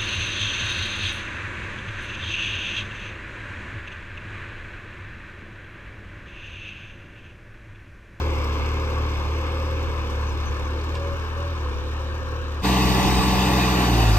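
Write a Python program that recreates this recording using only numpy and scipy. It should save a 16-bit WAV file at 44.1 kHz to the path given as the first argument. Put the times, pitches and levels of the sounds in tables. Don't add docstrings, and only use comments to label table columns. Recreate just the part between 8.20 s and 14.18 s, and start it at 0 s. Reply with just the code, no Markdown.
import sys
import numpy as np
from scipy import signal
from scipy.fft import rfft, irfft, next_fast_len
from scipy.io import wavfile
from scipy.ndimage import uniform_filter1d

SR = 44100
rng = np.random.default_rng(int(sys.argv[2]) if len(sys.argv) > 2 else 0)


def to_wav(sig):
    pcm = np.clip(np.atleast_2d(sig), -1, 1) * 32767
    pcm = np.round(pcm).astype(np.int16)
    wavfile.write(sys.argv[1], SR, pcm.T)


N = 263718

# (frequency [Hz], left over right [dB], likeness [0-1], left leads [rad])
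FAR_PORTS = [(38, 2, 0.8, 0.02), (75, 0, 0.93, 0.065), (190, -0.5, 0.99, 0.091), (300, 1.5, 1, 0.18),
             (506, 0, 0.96, 0.56), (1280, 7, 0.84, 0.99), (1414, -2, 0.4, 2.1), (1694, 15.5, 1, 1.63),
             (2210, -15, 0.32, 2.4), (2500, 4, 0.83, 1.9), (2840, 1, 0.73, 0.89), (3670, -4, 0.81, 3),
             (4650, -2, 0.84, 1.96), (5020, 4.5, 0.22, 5.3), (5760, 6.5, 1, 3.8), (7400, 7.5, 0.2, 6),
             (9400, 11.5, 0.6, 2.5)]
FLYWHEEL_S = 0.087


def far_tractor(t):
    # (time [s], firing rate [firings per s])
    run = [(0.0, 37.7), (0.12, 37.5), (0.3, 35.7), (0.6, 38.0), (0.7, 37.3), (0.86, 37.3), (1.02, 36.5),
           (1.2, 38.0), (1.67, 38.3), (1.93, 35.9), (2.14, 37.0), (2.36, 35.9), (2.62, 37.3), (2.81, 39.85),
           (2.95, 39.75), (3.1, 38.1), (3.2, 40.3), (3.31, 40.5), (3.48, 35.0), (3.71, 36.7), (3.98, 37.85),
           (4.2, 38.0), (4.42, 36.4)]
    # (multiple of the firing rate, level against the exhaust [dB], wander [dB], extra fade [dB per s])
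    orders = [(1, -11, .7, 0), (2, 1, .5, 0), (3, -11, 1, .3), (4, -18, 1, 2), (5, -24.5, 1, 0),
              (6, -29, 2, .5), (7, -22, 1, .3), (8, -28, 1.5, 0), (9, -18.5, 2, 1), (10, -24.5, 1.5, 0),
              (11, -23, 1.5, 1), (12, -23, 1, 0), (15, -26, 1.5, .5), (27, -30, 2.5, 0), (28, -26, 3, 0),
              (29, -27, 3, 0), (30, -28, 3, 0)]
    # (time [s], level before resonance and wander [dB])
    whine = [(0, -39.5), (.25, -41), (.33, -48), (.6, -48), (.68, -40), (.8, -41), (.88, -50), (1.15, -47),
             (1.25, -41), (1.7, -41), (1.8, -48), (1.95, -40.5), (2.05, -40), (2.13, -53), (2.26, -52),
             (2.33, -43), (2.58, -43), (2.66, -56), (2.79, -41), (2.94, -40), (3, -58), (3.15, -56),
             (3.21, -45.5), (3.3, -46), (3.35, -56), (3.45, -43), (3.6, -43), (3.75, -47), (4, -43),
             (4.27, -43), (4.36, -52)]
    # (frequency [Hz], relative density [dB per Hz])
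    block = [(24, -40), (31, -29.5), (44, -20), (60, -25.5), (85, -15), (100, -18.5), (130, -20),
             (170, -19), (300, -8.5), (506, -8), (560, -10), (610, -18), (670, -19.5), (1073, -8),
             (1800, -21)]
    clatter = [(1900, -26), (2400, -17), (3100, -22), (3700, -20.5), (4000, -27), (6200, -31), (6500, -36),
               (8300, -39.5), (9400, -49.5), (11600, -47), (13900, -44.5), (15100, -58), (15200, -91)]
    # (centre [Hz], width [Hz], left change [dB], right change [dB])
    echoes = [(1546, 66, 4.5, 0), (1760, 83, 1, 10.5), (3250, 200, -10.5, -0.5), (4260, 250, 4, -1.5),
              (4740, 190, -5, 2), (5360, 150, 0, -2), (5516, 170, 1.5, 2.5), (6630, 180, -5.5, 1),
              (6900, 200, 2, -2), (7606, 270, -3.5, -9.5), (8460, 250, 0, 8)]
    # (centre [Hz], width [Hz], change from middle to end [dB])
    turning = [(1500, 250, 3.5), (2200, 300, -1.5), (3600, 400, 1)]
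    governor_s = 0.057
    exhaust_db, exhaust_fade_db_per_s = -25.5, 1.0
    roar_db, roar_fade_db_per_s = -30, 1.71
    load_db_per_hz = 0.1
    smear_db_per_hz_s = 0.06

    firing_hz = uniform_filter1d(play(run, t)[0], round(FLYWHEEL_S * SR))
    turns = np.cumsum(firing_hz) / SR
    sag_hz = firing_hz[0] - np.interp(t - governor_s, t, firing_hz)
    db = exhaust_db - exhaust_fade_db_per_s * t + load_db_per_hz * sag_hz + .5 * drift(t, 8)

    whine_hz, below_hz = 14 * firing_hz, 13 * firing_hz
    whine_db = play(whine, t)[0] + 1.6 * drift(t, 25)
    pipe_db = resonance(whine_hz, centre_hz=561, width_hz=16, lift_db=7)
    out = tone(14 * turns, whine_hz, whine_db + pipe_db, FAR_PORTS)
    below_db = -11 + resonance(below_hz, centre_hz=496, width_hz=12, lift_db=9.5)
    out = out + tone(13 * turns, below_hz, whine_db + below_db + drift(t, 8), FAR_PORTS)

    glide_hz_per_s = uniform_filter1d(np.gradient(firing_hz, t), round(FLYWHEEL_S * SR))
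    for k, level_db, wander_db, fade_db_per_s in orders:
        k = round(k)
        phase_turns = .5 * (k == 1) if k < 4 else rng.random()
        smear_db = k / 14 * smear_db_per_hz_s * abs(glide_hz_per_s) * (k > 4)
        order_db = db + level_db - fade_db_per_s * t + wander_db * drift(t, 9) - smear_db
        out = out + tone(k * turns + phase_turns, k * firing_hz, order_db, FAR_PORTS)

    noise = roar(t, turns, block + clatter, FAR_PORTS, echoes, turning, stretch=0.049,
                 low_mid_rise_db=0.5, sway=0.15, patchy_db=1.0, throb_db=2.0, rattle_db=5.5, count=2)
    return out + amp(roar_db - roar_fade_db_per_s * t) * noise


def near_tractor(t):
    # (time [s], firing rate [firings per s])
    run = [(4.42, 63.7), (5.1, 63.42), (5.38, 63.3), (5.57, 62.9), (5.66, 61.5), (5.76, 59.7), (5.98, 51.5)]
    # (level running free [dB], change under full load [dB], wander [dB])
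    exhaust = [(-25.5, 7, .8), (-29, 8, 1.2), (-26, -9, .8)]
    # (thirds of the firing rate, level before sag and resonance [dB])
    orders = [(4, -39), (8, -38), (10, -44), (11, -39.5), (12, -42), (13, -43), (14, -44), (15, -43),
              (18, -38), (20, -47), (21, -37), (22, -47), (25, -49), (27, -43), (30, -50), (32, -48),
              (33, -43), (34, -43), (36, -45), (38, -47), (39, -43.5), (40, -37.5), (42, -36.5), (44, -48),
              (46, -45), (47, -48), (48, -37.5), (49, -45), (51, -48), (52, -48), (53, -42), (54, -38.5),
              (56, -49), (57, -49)]
    # (frequency [Hz], width [Hz], level before sag [dB])
    body = [(724, 14, -41), (1720, 6, -44.5), (1970, 10, -47), (2578, 6, -45)]
    # (frequency [Hz], relative density [dB per Hz])
    block = [(25, -28.5), (27, -17), (62, -12), (150, -8), (219, -8), (306, -4), (428, -7), (506, -14.5),
             (550, -8.5), (650, -14), (720, -7), (780, -8.5), (870, -10.5), (1167, -9), (1269, -15.5),
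             (1600, -14), (1800, -14.5)]
    clatter = [(1900, -12), (2200, -19), (2600, -11.5), (3200, -17.5), (4700, -16), (5300, -20),
               (5600, -21), (7100, -28), (7900, -28.5), (8100, -25.5), (9000, -31), (11800, -30.5),
               (15000, -33), (15400, -29.5)]
    # (frequency [Hz], left over right [dB], likeness [0-1], left leads [rad])
    ports = [(60, -0.5, 1, -0.02), (120, 0, 1, -0.38), (190, 0, 1, 0), (303, -0.8, 1, 0.0),
             (403, -2.5, 0.95, 0.5), (502, -4, 0.9, 0.2), (635, 11, 0.1, 3), (705.5, 1, 1, -0.5),
             (1100, 3.5, 1, 1.18), (1300, -2, 0, -2.5), (1410, 7, 0, 3), (1524, 5, 1, 4),
             (3816, -5, 0.6, 8.5), (7000, 10.5, 0.12, 9.5), (7200, 7, 0.32, 10.5), (8400, 2, 0.4, 14),
             (8600, 9, 0, 24), (9500, -4, 0.16, 12)]
    # (centre [Hz], width [Hz], left change [dB], right change [dB])
    echoes = [(1540, 150, 0, -1.5), (3006, 230, 0, 1.5), (3210, 140, -2, -4.5), (3730, 135, 7, 2),
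              (4100, 180, -6, -4.5), (5340, 168, -12, -1), (6470, 330, -1, 3.5), (7200, 180, -2, -6),
              (9000, 150, -4, -1)]
    # (centre [Hz], width [Hz], change from middle to end [dB])
    turning = [(1500, 300, 3), (2070, 150, -2.5), (3750, 250, -1.5)]
    full_load_sag_hz = 4.5
    load_lag_turns = .39
    roar_db, roar_sag_db_per_hz = -23.5, 0.15

    firing_hz = uniform_filter1d(play(run, t)[0], round(FLYWHEEL_S * SR))
    turns = np.cumsum(firing_hz) / SR
    sag_hz = firing_hz[0] - firing_hz
    load = np.tanh((sag_hz / full_load_sag_hz) ** 2)

    out = 0
    for k, (free_db, load_db, wander_db) in enumerate(exhaust, 1):
        lag_turns = (k - 1) * load_lag_turns * load
        order_db = free_db + load_db * load + wander_db * drift(t, 14)
        out = out + tone(k * turns - lag_turns, k * firing_hz, order_db, ports)

    sag_db = -0.4 * sag_hz
    for thirds, level_db in orders:
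        order_hz = thirds / 3 * firing_hz
        hood_db = resonance(order_hz, centre_hz=298, width_hz=11, lift_db=12 - sag_db)
        order_db = level_db + sag_db + hood_db + 1.4 * drift(t, 9.1)
        out = out + tone(thirds / 3 * turns + rng.random(), order_hz, order_db, ports)

    for hz, width_hz, level_db in body:
        ring_turns = np.cumsum(hz + width_hz / 2 * drift(t, 14)) / SR
        ring_db = level_db - 3 * abs(sag_hz / 7) ** 3 + 1.8 * drift(t, 8)
        out = out + tone(ring_turns, hz, ring_db, ports)

    noise = roar(t, turns, block + clatter, ports, echoes, turning, stretch=0.0021,
                 low_mid_rise_db=2.5, sway=0.45, patchy_db=1.3, throb_db=1.0, rattle_db=1.0, count=1)
    return out + amp(roar_db - roar_sag_db_per_hz * sag_hz) * noise


def roar(t, turns, colour, ports, echoes, turning, stretch, low_mid_rise_db, sway, patchy_db,
         throb_db, rattle_db, count):
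    # (frequency [Hz], signed likeness [-1 to 1])
    top_likeness = [(9400, -.6), (9900, -1), (10900, -1), (11400, -.75), (12300, .7), (12650, 1),
                    (14300, 1), (14800, .3), (15400, -.8)]
    frames, hz = len(t) // 512 + 5, np.fft.rfftfreq(2048, 1 / SR)[:, None]
    a, b, c, d, patches, air = rng.standard_normal((frames, 1025, 6), dtype=np.float32).T
    travel = np.linspace(-1, 1, frames)
    below_top = hz < top_likeness[0][0]

    seen_hz = hz / (1 + stretch * travel * np.clip(hz / 1500 - .5, 0, 1) * below_top)
    over_db, like, lead = read(ports, seen_hz)
    air = evened(uniform_filter1d(uniform_filter1d(air, 20, 0), 30, 1))
    lead = lead + sway * air * np.clip(hz / 2000, 0, 1)
    same_below = np.clip(like, 0, .999) ** 0.82 * np.exp(-1j * lead)
    same = np.where(below_top, same_below, read(top_likeness, seen_hz)[0])

    half_db = over_db * below_top / 2
    sides_db = np.array([half_db, -half_db])
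    for centre_hz, width_hz, *change_db in echoes:
        dent = np.exp(-((seen_hz - centre_hz) / width_hz) ** 2)
        sides_db = sides_db + np.reshape(change_db, (2, 1, 1)) * dent
    for centre_hz, width_hz, change_db in turning:
        sides_db = sides_db + travel * resonance(hz, centre_hz, width_hz, change_db)

    left = a + 1j * b
    right = same * left + np.sqrt(1 - abs(same) ** 2) * (c + 1j * d)
    spectrum = np.array([left, right])
    patches = evened(uniform_filter1d(uniform_filter1d(patches, 20, 0), 6, 1))
    low_mid_db = low_mid_rise_db * travel * np.exp(-np.log(hz / 220 + 1e-9) ** 2)
    spectrum *= amp(read(colour, seen_hz)[0] + sides_db + patchy_db * patches + low_mid_db)

    bass = np.clip(2 - hz / 150, 0, 1)
    high = np.clip(np.log2(hz / 2500 + 1e-9) / 2, 0, 1)
    low, mid, top = (signal.istft(spectrum * share, nperseg=2048, noverlap=1536)[1][:, :len(t)]
                     for share in (bass, 1 - bass - high, high))

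    strength = rng.uniform(0.86, 0.92, int(turns[-1]) + 1)[turns.astype(int)]
    puff = uniform_filter1d(strength * np.exp(-(turns % 1) / 0.21), 40)
    hits = rng.uniform(.1, 0.95, len(t)) * (rng.random(len(t)) < 170 / SR)
    ringing = signal.lfilter([1], [1, -np.exp(-1 / (0.0033 * SR))], hits)
    rattle = uniform_filter1d(ringing, 90)
    flutter = uniform_filter1d(np.exp(-(count * turns % 1) / 0.3), 80)
    gate, burst = amp(throb_db * flutter), amp(rattle_db * (rattle + puff))
    return evened(low + mid * gate / np.mean(gate) + top * burst / np.mean(burst))


def tone(turns, hz, db, ports):
    over_db, _, lead = read(ports, np.mean(hz))
    half = np.array([[.5], [-.5]])
    spin = np.sqrt(2) * amp(db) * np.exp(2j * np.pi * turns)
    return (amp(half * over_db) * np.exp(1j * half * lead) * spin).real


def resonance(hz, centre_hz, width_hz, lift_db):
    return lift_db * np.exp(-((hz - centre_hz) / width_hz) ** 2)


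def knocks():
    # (time [s], level before decay [dB], brightness [Hz], spread each way [octaves], 60 dB decay [s])
    blows = [(.449, -39.5, 4500, 0.27, 0.039), (1.267, -42, 5000, 0.23, 0.041),
             (2.61, -41.5, 4480, 0.24, .04), (2.741, -50, 8200, .03, 0.057), (2.749, -45, 5100, .15, .2),
             (2.751, -43, 4000, .15, .08), (2.751, -35, 2800, .25, .12), (2.751, -50, 7400, .25, .1),
             (2.753, -24.5, 1020, .3, .09), (3.4595, -19, 1050, 0.23, 0.028), (3.878, -43, 4050, 0.23, .03)]
    rise_s = .0035
    out, t = np.zeros((2, N)), np.arange(8000) / SR
    for s, db, hz, spread, t60 in blows:
        band = signal.butter(3, [hz / 2 ** spread, hz * 2 ** spread], "band", fs=SR, output="sos")
        dull = signal.butter(1, hz, fs=SR, output="sos")
        rough = rng.standard_normal(len(t)) * amp(2.4 * drift(t, 213))
        grit = evened(signal.sosfilt(np.vstack([band, dull]), rough))
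        ring = np.clip(1.1 - hz / 6000, 0, 1) * (spread < 1)
        blow = ring * np.sin(2 * np.pi * hz * t) + (1 - 0.75 * ring) * grit
        start = round(s * SR)
        out[:, start:start + len(t)] += amp(db - 60 * t / t60) * blow * np.minimum(t / rise_s, 1)
    return out


def linkage_squeaks():
    # (time [s], length [s], start [Hz], end [Hz], level before flutter [dB])
    squeaks = [(4.615, .08, 5600, 5580, -46.5), (4.703, .035, 5580, 5400, -45.5),
               (4.735, .02, 5200, 5120, -45), (4.785, .045, 5550, 5750, -46.5),
               (4.842, .045, 5620, 5660, -44), (4.872, .025, 5000, 4950, -44),
               (4.895, .03, 5600, 5550, -46), (4.88, .22, 8080, 8100, -49.5)]
    # (frequency [Hz], left over right [dB], likeness [0-1], left leads [rad])
    ports = [(5000, 7, 1, 0.58), (8500, 1, 1, .5)]
    return whistles(squeaks, ports, waver_hz=100, rough_db=5.0)


def bird():
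    # (time [s], length [s], start [Hz], end [Hz], level [dB])
    chirps = [(2.035, .03, 5300, 6200, -57), (2.06, 0.055, 6270, 5950, -51), (2.095, 0.07, 4950, 5250, -58),
              (2.232, .03, 5300, 6300, -56), (2.253, 0.052, 6310, 6130, -48), (2.435, .03, 5700, 6400, -57),
              (2.458, 0.03, 6376, 6100, -54)]
    return whistles(chirps, FAR_PORTS, waver_hz=45, rough_db=0.0)


def whistles(calls, ports, waver_hz, rough_db):
    out = np.zeros((2, N))
    for s, length, start_hz, end_hz, db in calls:
        glide_hz = np.linspace(start_hz, end_hz, round(length * SR))
        t = np.arange(len(glide_hz)) / SR
        hz = glide_hz + waver_hz * drift(t, 158)
        call = tone(np.cumsum(hz) / SR, hz, db + rough_db * drift(t, 200), ports)
        start = round(s * SR)
        out[:, start:start + len(hz)] += call * signal.windows.tukey(len(hz), .6)
    return out


def wind(t):
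    # (time [s], level before lumps and port balance [dB])
    gusts = [(0.0, -50), (0.16, -38), (0.32, -49), (0.4, -40), (0.64, -47), (0.84, -40), (0.92, -49),
             (1.0, -37), (1.2, -49), (1.24, -39), (1.4, -47), (1.64, -40), (1.68, -33), (1.84, -45),
             (1.92, -39), (1.96, -48), (2.28, -34), (2.56, -45), (2.96, -36), (3.04, -43), (3.32, -47),
             (3.56, -35), (3.68, -44), (4.28, -40), (4.4, -49), (4.48, -36), (4.64, -35), (4.72, -26),
             (4.8, -32), (4.84, -27), (4.88, -30), (4.96, -29), (5.0, -25), (5.08, -32), (5.16, -28),
             (5.2, -36), (5.32, -41), (5.4, -35), (5.6, -48), (5.96, -44)]
    # (frequency [Hz], relative density [dB per Hz])
    wind_colour = [(20, -42), (32, -20), (48, -4), (70, 0), (100, -4), (166, -16), (265, -30), (400, -50),
                   (900, -110)]
    size = next_fast_len(N)
    colour = amp(read(wind_colour, np.fft.rfftfreq(size, 1 / SR))[0])
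    rumble = evened(irfft(rfft(rng.standard_normal((2, size))) * colour, size)[:, :N])
    lumps_db = 1.5 * np.array([drift(t, 25), drift(t, 25)])
    balance_db = [[1], [-1]]
    return amp(play(gusts, t)[0] + lumps_db + balance_db) * rumble


def drift(t, top_hz):
    coarse = t[::96]
    waves = sum(np.sin(2 * np.pi * (f * coarse + rng.random()))
                for f in np.geomspace(top_hz / 10, top_hz, num=8))
    return np.interp(t, coarse, evened(waves))


def amp(db):
    return 10 ** (np.asarray(db) / 20)


def evened(x):
    return x / np.sqrt(np.mean(x ** 2) + 1e-20)


def read(table, hz):
    f, *columns = np.transpose(table)
    return [np.interp(np.log(hz + 1), np.log(f + 1), c) for c in columns]


def play(table, t):
    s, *columns = np.transpose(table)
    return [np.interp(t, s, c) for c in columns]


def scene():
    cut_s, fade_out_s, fade_in_s = 4.421, .003, .03
    t, cut = np.arange(N) / SR, round(cut_s * SR)
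    far = far_tractor(t[:cut]) * np.clip((cut_s - t[:cut]) / fade_out_s, 0, 1)
    near = near_tractor(t[cut:]) * np.clip((t[cut:] - cut_s) / fade_in_s, .15, 1)
    small = knocks() + linkage_squeaks() + bird()
    return np.hstack([far, near]) + small + wind(t)


def record(dry):
    rumble_hz, edge_hz = 22, 15660
    bass_cut = signal.sosfilt(signal.butter(2, rumble_hz, "high", fs=SR, output="sos"), dry)
    band_limit = signal.firwin(1535, edge_hz, window=("kaiser", 10), fs=SR)
    return signal.oaconvolve(bass_cut, band_limit[None], "same")


dry = scene()
out = record(dry)
to_wav(out)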